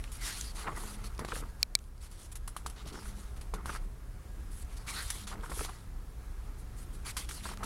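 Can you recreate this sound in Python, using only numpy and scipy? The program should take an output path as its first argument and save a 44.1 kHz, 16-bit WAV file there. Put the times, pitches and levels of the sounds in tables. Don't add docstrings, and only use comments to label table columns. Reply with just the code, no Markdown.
import sys
import numpy as np
from scipy import signal
from scipy.fft import rfft, irfft
from scipy.io import wavfile
from scipy.ndimage import uniform_filter1d

SR = 44100
rng = np.random.default_rng(int(sys.argv[2]) if len(sys.argv) > 2 else 0)


def waveform_to_disk(signal):
    frames = np.transpose(np.atleast_2d(signal))
    scaled = np.clip(frames, -1, 1) * 32767
    samples = np.round(scaled).astype(np.int16)
    wavfile.write(sys.argv[1], SR, samples)


def voltage_ratio(decibels):
    exponent = np.asarray(decibels, float) / 20
    return 10 ** exponent


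N = 337365

# (frequency [Hz], width [Hz], level [dB])
BOOM_MODES = [(908, 225, 2.5), (1250, 580, 6), (1980, 610, -2)]


def evened(x):
    return x / np.sqrt(np.mean(x ** 2) + 1e-20)


def add(mix, s, sound):
    part = mix[round(s * SR):][:len(sound)]
    part += sound[:len(part)]


def coloured(x, modes):
    hz = np.fft.rfftfreq(len(x), 1 / SR)
    power = sum(voltage_ratio(db) ** 2 / (1 + (2 * (hz - f) / w) ** 2) ** 2 for f, w, db in modes)
    return evened(irfft(rfft(x) * np.sqrt(power), len(x)))


def resonate(x, hz, width_hz):
    turn = np.exp(2j * np.pi * np.cumsum(hz * np.ones(len(x))) / SR)
    r = np.exp(-np.pi * width_hz / SR)
    return 2 * (turn * signal.lfilter([(1 - r) ** 2], [1, -2 * r, r * r], x / turn)).real


def patchy(hz_span, s_span, size):
    across_hz = uniform_filter1d(rng.standard_normal(size), hz_span, axis=0)
    return evened(uniform_filter1d(across_hz, s_span, axis=1))


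def hump(length_s, lean):
    return np.sin(np.pi * np.linspace(0, 1, round(length_s * SR)) ** np.clip(lean, .2, 1.5)) ** 2


def top_cut(x, hz):
    return signal.oaconvolve(x, signal.firwin(511, hz, window=("kaiser", 8), fs=SR), "same")


def paper_noise():
    # (frequency [Hz], width [Hz], level [dB])
    rub_modes = [(3240, 3300, 1.5), (4330, 990, -2), (5300, 3900, -2.5)]
    # (frequency [Hz], width [Hz], level [dB])
    fibre_modes = [(8320, 4200, 7), (10100, 2900, 12.5), (13500, 5000, -24)]
    grain_db, patchy_db, flutter_db = 3, 2.4, 1.2
    grains = rng.standard_normal(N) * voltage_ratio(grain_db * np.minimum(rng.exponential(1, N), 4))
    z = signal.stft(grains, nperseg=256, noverlap=192)[2]
    z = z * voltage_ratio(patchy_db * patchy(hz_span=4, s_span=20, size=z.shape))
    wandering = signal.istft(z, nperseg=256, noverlap=192)[1][:N]
    flutter = voltage_ratio(flutter_db * evened(uniform_filter1d(rng.standard_normal(N), size=300)))
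    return [coloured(wandering * flutter, modes) for modes in (BOOM_MODES, rub_modes, fibre_modes)]


def crackle():
    creases_per_s = 250
    creases = (rng.random(N) < creases_per_s / SR) * voltage_ratio(4.1 * np.minimum(rng.exponential(1, N), 2.5))
    creases = creases * rng.choice([-1., 1.], N)
    t = np.arange(600) / SR
    ring = sum(voltage_ratio(db - 13.0 * w * t) * np.sin(2 * np.pi * hz * t) for hz, w, db in BOOM_MODES)
    return evened(signal.oaconvolve(creases, ring)[:N])


def bumps(rows, lean, main, side):
    out = np.zeros(N)
    for s, length_s, db, side_db in rows:
        shape = hump(length_s, lean)
        at = max(round(s * SR) - shape.argmax(), 0)
        part = (main + voltage_ratio(side_db) * side)[at:at + len(shape)]
        add(out, at / SR, voltage_ratio(db) * shape[:len(part)] * part)
    return out


def slides(boom, rub, fibre):
    # (time [s], sliding speed [dB], hand weight on the block [dB])
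    page_turns = [
        [(0.0, -58.5, -63), (0.124, -60.5, -59), (0.272, -44.5, -59), (0.452, -48.5, -90), (0.534, -60.5, -63),
         (0.79, -54.5, -48), (1.184, -63.5, -59.5), (1.2, -67, -49), (1.5, -61.5, -60.5)],
        [(1.95, -69, -80), (2.198, -54.5, -61), (2.33, -66, -78), (2.6, -69, -58), (2.738, -64, -57),
         (2.944, -68, -55.5), (3.2, -57, -57.5), (3.51, -75, -68), (3.85, -63, -55)],
        [(4.4, -67, -68), (4.6, -77, -84), (4.724, -56, -57), (4.862, -61, -57.5), (4.946, -45, -51.5),
         (5.26, -63, -90), (5.348, -67, -54), (5.698, -51.5, -55), (5.9, -69, -69)],
        [(6.2, -72, -63), (6.478, -68, -64), (6.65, -70.5, -69), (7.014, -64.5, -64), (7.258, -60, -63),
         (7.378, -49, -61), (7.536, -67, -49), (7.56, -65, -63), (7.65, -63, -42.5)],
    ]
    # (frequency [Hz], width [Hz], level [dB])
    thud_modes = [(145.4, 40, 6), (241, 390, 0), (427, 69, 1.5)]
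    # (top time [s], length [s], thud [dB], sheet boom [dB])
    loads = [(0.01, 0.09, -69, -17), (1.42, 0.075, -48, -5.5), (0.665, 0.18, -47, 1),
             (1.21, 0.11, -46, -10), (2.664, 0.08, -53, -7), (2.86, 0.095, -50, -17),
             (2.94, 0.17, -47, -10), (3.55, 0.092, -43, -7), (3.67, 0.21, -49, -6), (3.595, .06, -52, 1),
             (5.16, 0.098, -51.5, -17), (5.36, 0.17, -51, -6), (5.505, 0.064, -46.5, -19),
             (5.608, 0.056, -45, -12), (6.5, .4, -61, -9), (6.92, 0.27, -57.5, -23), (7.08, 0.1, -60, -12),
             (7.31, 0.051, -56, -11), (7.64, 0.041, -56, 3)]
    # (top time [s], length [s], fibre hiss [dB], rub [dB])
    brushes = [(0.272, 0.083, -46, -1.5), (0.39, 0.12, -54, -21), (0.63, 0.068, -64, 0),
               (2.05, .07, -59, -6), (3.07, 0.11, -55, -15), (3.66, 0.067, -71, -4),
               (4.65, 0.019, -67, -10), (4.775, 0.026, -57.5, 0), (5.03, 0.27, -54.5, -19),
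               (5.156, .1, -50, -18), (5.606, 0.15, -45, -10), (6.6, 0.07, -62, -26), (7.33, .05, -53, -25)]
    lumpy_db, crackle_db, fibre_db, thud_db = 2, -2.5, 0, -0.5
    t, speed, weight = np.arange(N) / SR, np.zeros(N), np.zeros(N)
    lumps = voltage_ratio(lumpy_db * evened(uniform_filter1d(rng.standard_normal(N), size=250)))
    thud = evened(lumps * coloured(rng.standard_normal(N), thud_modes))
    boom = evened(boom + voltage_ratio(crackle_db) * crackle())
    for rows in page_turns:
        s, speed_db, weight_db = np.transpose(rows)
        inside = np.clip(np.minimum(t - s[0] + .02, s[-1] + .02 - t) / .02, 0, 1)
        speed += inside * voltage_ratio(np.interp(t, s, speed_db) - 5)
        weight += inside * voltage_ratio(np.interp(t, s, weight_db) - 3.5)
    steady = speed * (rub + voltage_ratio(fibre_db) * fibre) + weight * (boom + voltage_ratio(thud_db) * thud)
    return steady + bumps(loads, 0.41, thud, boom) + bumps(brushes, 0.74, fibre, rub)


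def drag(rows, rise_s, boom_db, boom, rub, fibre):
    t, out = np.arange(N) / SR, np.zeros(N)
    for start, end, db, bright_db, change_db in rows:
        now = slice(round(start * SR), round((end + .08) * SR))
        u = t[now]
        shape = (1 - np.exp(-abs(u - start) / rise_s)) ** 2 * voltage_ratio(-60 * np.maximum(u - end, 0) / 0.042)
        level = voltage_ratio(db + change_db * np.minimum((u - start) / (end - start), 1))
        friction = np.roll(rub + voltage_ratio(bright_db) * fibre + voltage_ratio(boom_db) * boom, N // 3)[now]
        out[now] += shape * level * friction
    return out


def strokes(paper):
    # (start [s], end [s], friction [dB], brightness [dB], change by the end [dB])
    stroke_rows = [ (0.116, 0.173, -54, 8, -7), (0.548, 0.632, -49, -1.5, -1.5),
                   (0.759, 0.954, -52.5, 5.5, -5.5), (1.038, 1.078, -47, -4, -7),
                   (1.278, 1.324, -49.5, -5.5, -3.5), (2.111, 2.155, -55.5, 3, -11),
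                   (2.315, 2.328, -52.5, 8.5, -2), (2.353, 2.373, -46.5, 8, -8.5),
                   (2.758, 2.828, -54.5, -16, 0), (2.855, 2.87, -57, -3, 0), (2.87, 2.908, -52, -3, -2.5),
                   (2.924, 3.111, -53.5, -4, -6.5), (3.361, 3.38, -57.5, -5, -1),
                   (3.655, 3.772, -53, -1.5, 3.5), (4.901, 5.245, -53.5, -1, 1),
                   (5.269, 5.344, -42.5, -3.5, -14), (5.495, 5.658, -55.5, 5, 6),
                   (7.166, 7.254, -40.5, 1, -17), (7.288, 7.326, -44, 3, -9), (7.337, 7.4, -54.5, 11, -17),
                   (7.631, 7.66, -49.5, -0.5, 8), ]
    return drag(stroke_rows, 0.0015, -7, *paper)


def glides(paper):
    # (start [s], end [s], friction [dB], brightness [dB], change by the end [dB])
    glide_rows = [ (0.2, 0.52, -45.5, -1.5, -13), (1.325, 1.41, -47, 3.5, -7), (2.0, 2.07, -52.5, 0, -6),
                  (2.17, 2.265, -62, 6, 5), (3.16, 3.24, -63.5, 7, -5), (4.862, 4.905, -44, 1, 1),
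                  (5.42, 5.475, -54.5, 2, -5), (6.76, 6.84, -62, 8, -5), (6.92, 6.965, -59, 6.5, -7),
                  (7.045, 7.112, -42, 0.5, -6.5), (7.425, 7.54, -45, -2, -11), (1.58, 1.628, -65.5, -2, 5),
                  (1.79, 1.89, -64.5, 7, -12), (4.5, 4.63, -67, 10.5, 3.5), ]
    return drag(glide_rows, 0.0094, -6.5, *paper)


def slips(boom, rub, fibre):
    # (time [s], puff peak [dB], brightness [dB], boom [dB], t60 [s])
    jumps = [(0.039, -34, -5, -0.5, 0.022), (1.192, -36, 3, -4, 0.03), (1.248, -33, -4, -5, 0.03),
             (2.4758, -33.5, 7.5, -1.5, 0.044), (2.5646, -33, 7.5, -1, 0.042),
             (2.6614, -31.5, 3, -6, 0.067), (2.698, -36.5, 2.5, -8, 0.049), (3.411, -42.5, 2, 1, 0.062),
             (3.5381, -37, -0.5, 0, 0.08), (3.657, -39, 3, -1, 0.08), (5.102, -23.5, 4, -7, 0.035),
             (5.6469, -27, -17, -3, 0.044), (7.1682, -32, 5, -19, 0.088)]
    t, out = np.arange(6000) / SR, np.zeros(N)
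    for s, db, bright_db, boom_db, t60_s in jumps:
        at = round(s * SR)
        puff = (rub + voltage_ratio(bright_db) * fibre + voltage_ratio(boom_db) * boom)[at // 2:][:len(t)]
        fall = voltage_ratio(-60 * t / max(t60_s, .01)) + voltage_ratio(-13 - 60 * t / .2)
        shape = (1 - np.exp(-t / 0.001)) * voltage_ratio(db - 10.0) * fall
        add(out, s, shape[:len(puff)] * puff)
    return out


def swells():
    # (top time [s], length [s], frequency [Hz], level [dB])
    swell_rows = [ (0.263, 0.12, 5500, -47), (0.29, 0.15, 1760, -46), (0.68, 0.045, 1110, -34.5),
                  (0.675, .025, 2150, -42.5), (0.775, 0.031, 1150, -43), (1.326, .016, 1280, -37),
                  (7.612, 0.025, 970, -46.5), (3.698, 0.02, 1260, -33.5), (3.76, 0.024, 1300, -40.5),
                  (4.889, 0.051, 2260, -45), (4.99, 0.12, 1640, -44), (4.981, 0.11, 4250, -45.5),
                  (5.325, 0.05, 1150, -44), (5.439, 0.028, 1130, -41.5), (5.52, 0.024, 1120, -41),
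                  (5.695, 0.036, 1070, -42.5), (7.084, .06, 2000, -49.5), (5.144, 0.24, 4100, -57),
                  (7.462, 0.023, 1150, -41), (7.634, 0.033, 1100, -38), (5.611, 0.013, 1150, -37),
                  (0.66, .06, 960, -50.5), (0.46, 0.079, 4700, -53), ]
    out, size = np.zeros(N), (len(swell_rows), SR // 4)
    rubbing = rng.standard_normal(size) * voltage_ratio(3.5 * np.minimum(rng.exponential(1, size), 5))
    for (s, length_s, hz, db), noise in zip(swell_rows, rubbing):
        shape = hump(length_s, .75)
        band = resonate(noise, hz, 523 + 0.17 * hz)[:len(shape)]
        add(out, s - shape.argmax() / SR, voltage_ratio(db - 2.5) * evened(band * shape))
    return out


def bands():
    # (start [s], end [s], first frequency [Hz], last frequency [Hz], level [dB])
    band_rows = [(0.169, 0.36, 2320, 1300, -55), (0.22, 0.33, 5300, 5500, -54),
                 (0.32, 0.39, 4300, 4200, -54), (0.46, 0.525, 4800, 4400, -55),
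                 (0.24, 0.35, 7100, 6700, -52), (0.24, 0.33, 8600, 8600, -52),
                 (0.69, 0.745, 1200, 1150, -50), (0.754, 0.8, 1950, 1850, -51.5),
                 (1.04, 1.085, 4200, 4300, -57), (7.11, 7.14, 2700, 2400, -66),
                 (7.06, 7.1, 4500, 4500, -52), (7.168, 7.23, 4700, 4500, -52),
                 (7.35, 7.41, 4500, 4200, -57), (1.425, 1.445, 1300, 1190, -54),
                 (3.559, 3.62, 1490, 1000, -53), (1.45, 1.76, 1640, 1630, -73),
                 (2.93, 3.04, 5500, 5300, -59.5), (4.87, 4.95, 2350, 2050, -51),
                 (4.868, 4.96, 1100, 1200, -55), (4.899, 5.05, 4200, 3900, -53),
                 (4.938, 5.057, 1350, 1750, -53), (5.04, 5.26, 3800, 3000, -57),
                 (5.05, 5.11, 4200, 4100, -57), (7.037, 7.132, 2480, 2000, -59),
                 (7.161, 7.268, 3250, 3500, -57), (7.28, 7.34, 3300, 3450, -57)]
    width_share = 0.11
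    out = np.zeros(N)
    noises = rng.standard_normal((len(band_rows), SR // 2))
    for (start, end, first_hz, last_hz, db), noise in zip(band_rows, noises):
        shape = hump(end - start, 0.75) ** .5
        rubbing = (noise * voltage_ratio(4 * abs(noise)))[:len(shape)]
        pitch_hz = np.linspace(first_hz, last_hz, len(shape))
        band = resonate(rubbing, pitch_hz, width_share * first_hz)
        add(out, start, voltage_ratio(db) * evened(band * shape))
    return out


def pops():
    # (time [s], peak [dB], pitch [Hz], low knock [dB])
    buckles = [(0.836, -39, 1110, -12), (1.1927, -27, 950, -15), (1.2479, -29, 970, -12),
               (1.286, -33, 1170, -3), (1.3197, -19, 1380, -13), (1.355, -23, 1660, -15),
               (1.363, -28.5, 1250, 1), (1.402, -40, 594, -9), (1.425, -34, 1200, -15.5),
               (2.477, -34, 950, -20), (2.564, -18.5, 1130, -40), (2.661, -17.5, 1090, -34),
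               (2.862, -38, 713, -3), (2.942, -36, 1350, 0), (2.989, -33, 1220, 1), (3.537, -24, 1030, -1),
               (3.657, -23.5, 1130, 0.5), (3.749, -24, 1320, -17), (5.351, -39, 597, -5),
               (0.674, -31, 1390, -11), (5.496, -35, 1070, -8), (5.564, -36, 842, -6),
               (5.592, -23, 1330, -12), (5.649, -36, 880, 7), (7.166, -28, 1360, -22),
               (7.29, -34, 2020, -21), (7.31, -28.5, 1350, -19), (7.454, -22.5, 1260, -30),
               (7.49, -28, 1260, -12), (7.574, -36, 1300, -14)]
    cycles_to_60_db = 7.8
    t, out = np.arange(2000) / SR, np.zeros(N)
    for (s, db, hz, knock_db), late in zip(buckles, rng.random(len(buckles))):
        ring = voltage_ratio(db - 60 * t * hz / cycles_to_60_db) * np.sin(2 * np.pi * hz * t)
        ring = ring * (1 - np.exp(-t / 0.00038)) * 1.44
        push = t / 0.00044 * np.exp(1 - t / .00022)
        push = push - 0.11 * t / 0.0019 * np.exp(1 - t / 0.0035)
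        add(out, s + 0.001016, ring + voltage_ratio(db + knock_db + 2.5) * push)
        add(out, s + 0.00252 + 0.00155 * late, -.2 * ring)
    return out


def snaps():
    # (time [s], peak [dB], frequency [Hz], t60 [s])
    folds = [(0.0405, -36.5, 2800, .012), (0.077, -45, 2500, .012), (0.411, -24, 6350, 0.011),
             (1.2, -34, 1000, .015), (1.217, -38, 447, .03), (1.322, -31, 2600, .008),
             (1.327, -33.5, 444, .03), (1.356, -35, 2700, .008), (1.364, -38.5, 497, .025),
             (1.436, -42, 1200, .02), (2.855, -45, 3000, .01), (2.953, -38, 1500, .02),
             (2.975, -37.5, 950, .015), (3.023, -39, 1130, .015), (3.055, -41, 1400, .025),
             (4.881, -37, 2200, .015), (5.103, -25, 4500, .012), (5.309, -38, 1000, 0.017),
             (5.356, -42, 1800, .012), (5.46, -36, 1300, .02), (5.517, -39, 1800, .012),
             (5.572, -40, 450, .025), (5.593, -41, 2700, .01), (5.608, -32, 2200, .012),
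             (5.609, -34, 400, .03), (5.637, -38, 2500, .012), (5.66, -37, 1100, .015),
             (5.68, -40, 1000, .015), (5.693, -44, 3000, .008), (0.836, -40, 900, .015),
             (3.682, -36, 1400, .02), (3.73, -38, 1200, .02), (3.75, -37, 2200, .01),
             (5.41, -46, 3500, .01), (7.167, -32, 5000, .012), (7.29, -37, 4800, .012),
             (7.312, -36, 2300, .01), (7.408, -41, 2400, .012), (7.513, -40, 1150, 0.022),
             (7.535, -41, 1200, .02)]
    width_share = 0.42
    t, out = np.arange(1500) / SR, np.zeros(N)
    for (s, db, hz, t60_s), noise in zip(folds, rng.standard_normal((len(folds), len(t)))):
        burst = resonate(noise * voltage_ratio(-60 * t / max(t60_s, .002)), hz, width_share * hz)
        add(out, s, voltage_ratio(db) * burst / abs(burst).max())
    return out


def flicks():
    # (time [s], peak [dB], width [s])
    air_flicks = [(1.1931, -19, .0002), (1.2486, -20, .0002), (1.2871, -29, .00025), (1.3632, -31, .00025),
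                  (2.871, -40, .0003), (2.943, -36, .0002), (3.5392, -26, .00025), (3.6572, -30, .0002),
                  (5.355, -38, .0004), (5.39, -40, .0005), (5.436, -38, .0004), (5.6095, -31, .0003)]
    t, out = np.arange(-300, 900) / SR, np.zeros(N)
    for s, db, width_s in air_flicks:
        spike = np.exp(np.where(t < 0, 2.0 * t, -t) / width_s)
        add(out, s + t[0], voltage_ratio(db) * (spike - uniform_filter1d(spike, size=400)))
    return out


def clicks():
    plastic_clicks = [
        (1.6294, 0, -34, [(2372, -19.5, 0.012), (3939, -16, 0.012), (4054, -9, .0066), (4520, -6, 0.006), (7342, -15, 0.0045), (9583, -12, .0016), (5500, -11, 0.0051), (12000, -12, .0014), (8400, -25, .005), (5940, -30, .0075), (1936, -31, .009), (6425, -26, 0.0096), (15300, -22, .002), (3398, -24, .007)]),
        (1.7522, 1, -18, [(2300, -18.5, 0.017), (3939, -17, 0.018), (3460, -11.5, 0.003), (4550, -3.5, 0.0054), (4000, -9, 0.006), (5253, -2, 0.0021), (8550, -5, 0.0037), (6294, -16, 0.0048), (2730, -33, .008), (6972, -9, 0.0016), (9786, -12, 0.0034), (14760, -11, 0.0011), (11709, -23, .004), (2020, -27, .006)]),
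    ]
    blow_s = .00006
    t, out = np.arange(1500) / SR, np.zeros(N)
    thin = signal.butter(2, 1300, "high", fs=SR)
    for s, db, blow_db, modes in plastic_clicks:
        ring = sum((-1) ** k * voltage_ratio(mode_db - 60 * t / t60_s) * np.sin(2 * np.pi * hz * t)
                   for k, (hz, mode_db, t60_s) in enumerate(modes))
        ring = signal.lfilter(*thin, ring * (1 - np.exp(-t / .00008)))
        blow = voltage_ratio(blow_db) * t / blow_s * np.exp(1 - t / blow_s)
        add(out, s, voltage_ratio(db) * (ring - blow))
    return out


def ticks():
    # (time [s], peak [dB])
    tick_rows = [(0.0398, -34), (0.41, -21), (1.1495, -35), (1.1796, -31.5), (1.192, -40), (1.2478, -39),
                 (1.7897, -21.5), (1.8407, -34.5), (1.9792, -35), (2.662, -35), (2.6824, -34), (3.54, -27),
                 (5.4076, -44), (6.83, -40), (6.8444, -43), (7.3114, -25), (7.5735, -27)]
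    t, out = np.arange(1500) / SR, np.zeros(N)
    bright = signal.butter(2, [2000, 9000], "band", fs=SR)
    for (s, db), noise in zip(tick_rows, rng.standard_normal((len(tick_rows), len(t)))):
        add(out, s, voltage_ratio(db - 6.0 - 60 * t / 0.0063) * signal.lfilter(*bright, noise))
    return out


def hum():
    # (start [s], length [s], pitch [Hz], level [dB])
    spells = [
        (0.819, 0.3, 207.3, -51.5),
        (3.0, 0.25, 201.4, -51.5),
        (5.201, 0.225, 202.6, -52.5),
        (7.38, 0.28, 206.7, -54.5),
    ]
    waver_hz, throb_db, sag_db = 0.72, 0.5, -2.5
    out = np.zeros(N)
    for s, length_s, hz, db in spells:
        t = np.arange(0, length_s, 1 / SR)
        pitch_hz = hz + waver_hz * np.sin(2 * np.pi * 5.6 * t)
        tone = np.sqrt(2) * np.sin(2 * np.pi * np.cumsum(pitch_hz) / SR)
        level_db = db + sag_db * t / length_s + throb_db * np.sin(2 * np.pi * 9.4 * t)
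        add(out, s, voltage_ratio(level_db) * tone * signal.windows.tukey(len(t), .25))
    return out


def room():
    # (frequency [Hz], density [dB per Hz])
    air_spectrum = [(12, -13), (20, -15.5), (48, -0.5), (69, -3), (87, -20), (115, -22), (175, -18),
                    (208, -22.5), (430, -28.5), (475, -30.5), (785, -34.5), (1330, -33.5), (1670, -38.5),
                    (1790, -38.5), (2900, -45), (8360, -47), (10500, -45.5), (15100, -53), (16900, -86)]
    # (frequency [Hz], width [Hz], level [dB])
    house_modes = [(33.9, 8.4, -42.5), (56.4, 11, -48.5), (99.3, 20, -55), (118.3, 9.8, -58),
                   (1640, 9, -75), (733.5, 10, -73.5)]
    air_db = -39.5 - 4.5
    hz, (f, db) = np.fft.rfftfreq(4096, 1 / SR), np.transpose(air_spectrum[:-1])
    z = signal.stft(rng.standard_normal(N), nperseg=4096, noverlap=3072)[2]
    curve_db = np.interp(np.log(hz + 1), np.log(f + 1), db)[:, None]
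    z *= voltage_ratio(curve_db + .9 * patchy(hz_span=30, s_span=6, size=z.shape))
    air = voltage_ratio(air_db) * evened(signal.istft(z, nperseg=4096, noverlap=3072)[1][:N])
    return air + sum(voltage_ratio(db) * coloured(rng.standard_normal(N), [(f, w, 0)]) for f, w, db in house_modes)


def scene():
    edge_hz = 15950
    paper = paper_noise()
    soft = slides(*paper) + strokes(paper) + glides(paper) + slips(*paper) + swells() + bands()
    soft = soft + pops() + snaps() + flicks() + hum() + room()
    hard = clicks() + ticks()
    return (top_cut(soft, edge_hz) + top_cut(hard, edge_hz + 800))[None]


def band_limit(x):
    return signal.sosfilt(signal.butter(12, 17070, fs=SR, output="sos"), x)


def record(dry):
    recovery_db_per_s, threshold_db, overload = 12.8, -40, .72
    power_db = 10 * np.log10(abs(uniform_filter1d(dry[0] ** 2, size=200)) + 1e-12)
    rise_db = np.arange(N) * recovery_db_per_s / SR
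    held_db = np.maximum.accumulate(power_db + rise_db) - rise_db
    over_db = np.maximum(held_db - threshold_db, 0)
    late_db = np.concatenate([np.zeros(400), uniform_filter1d(over_db, size=400)])[:N]
    levelled = dry / voltage_ratio(0.26 * late_db)
    return band_limit(overload * np.tanh(levelled / overload))


dry = scene()
out = record(dry)
waveform_to_disk(out)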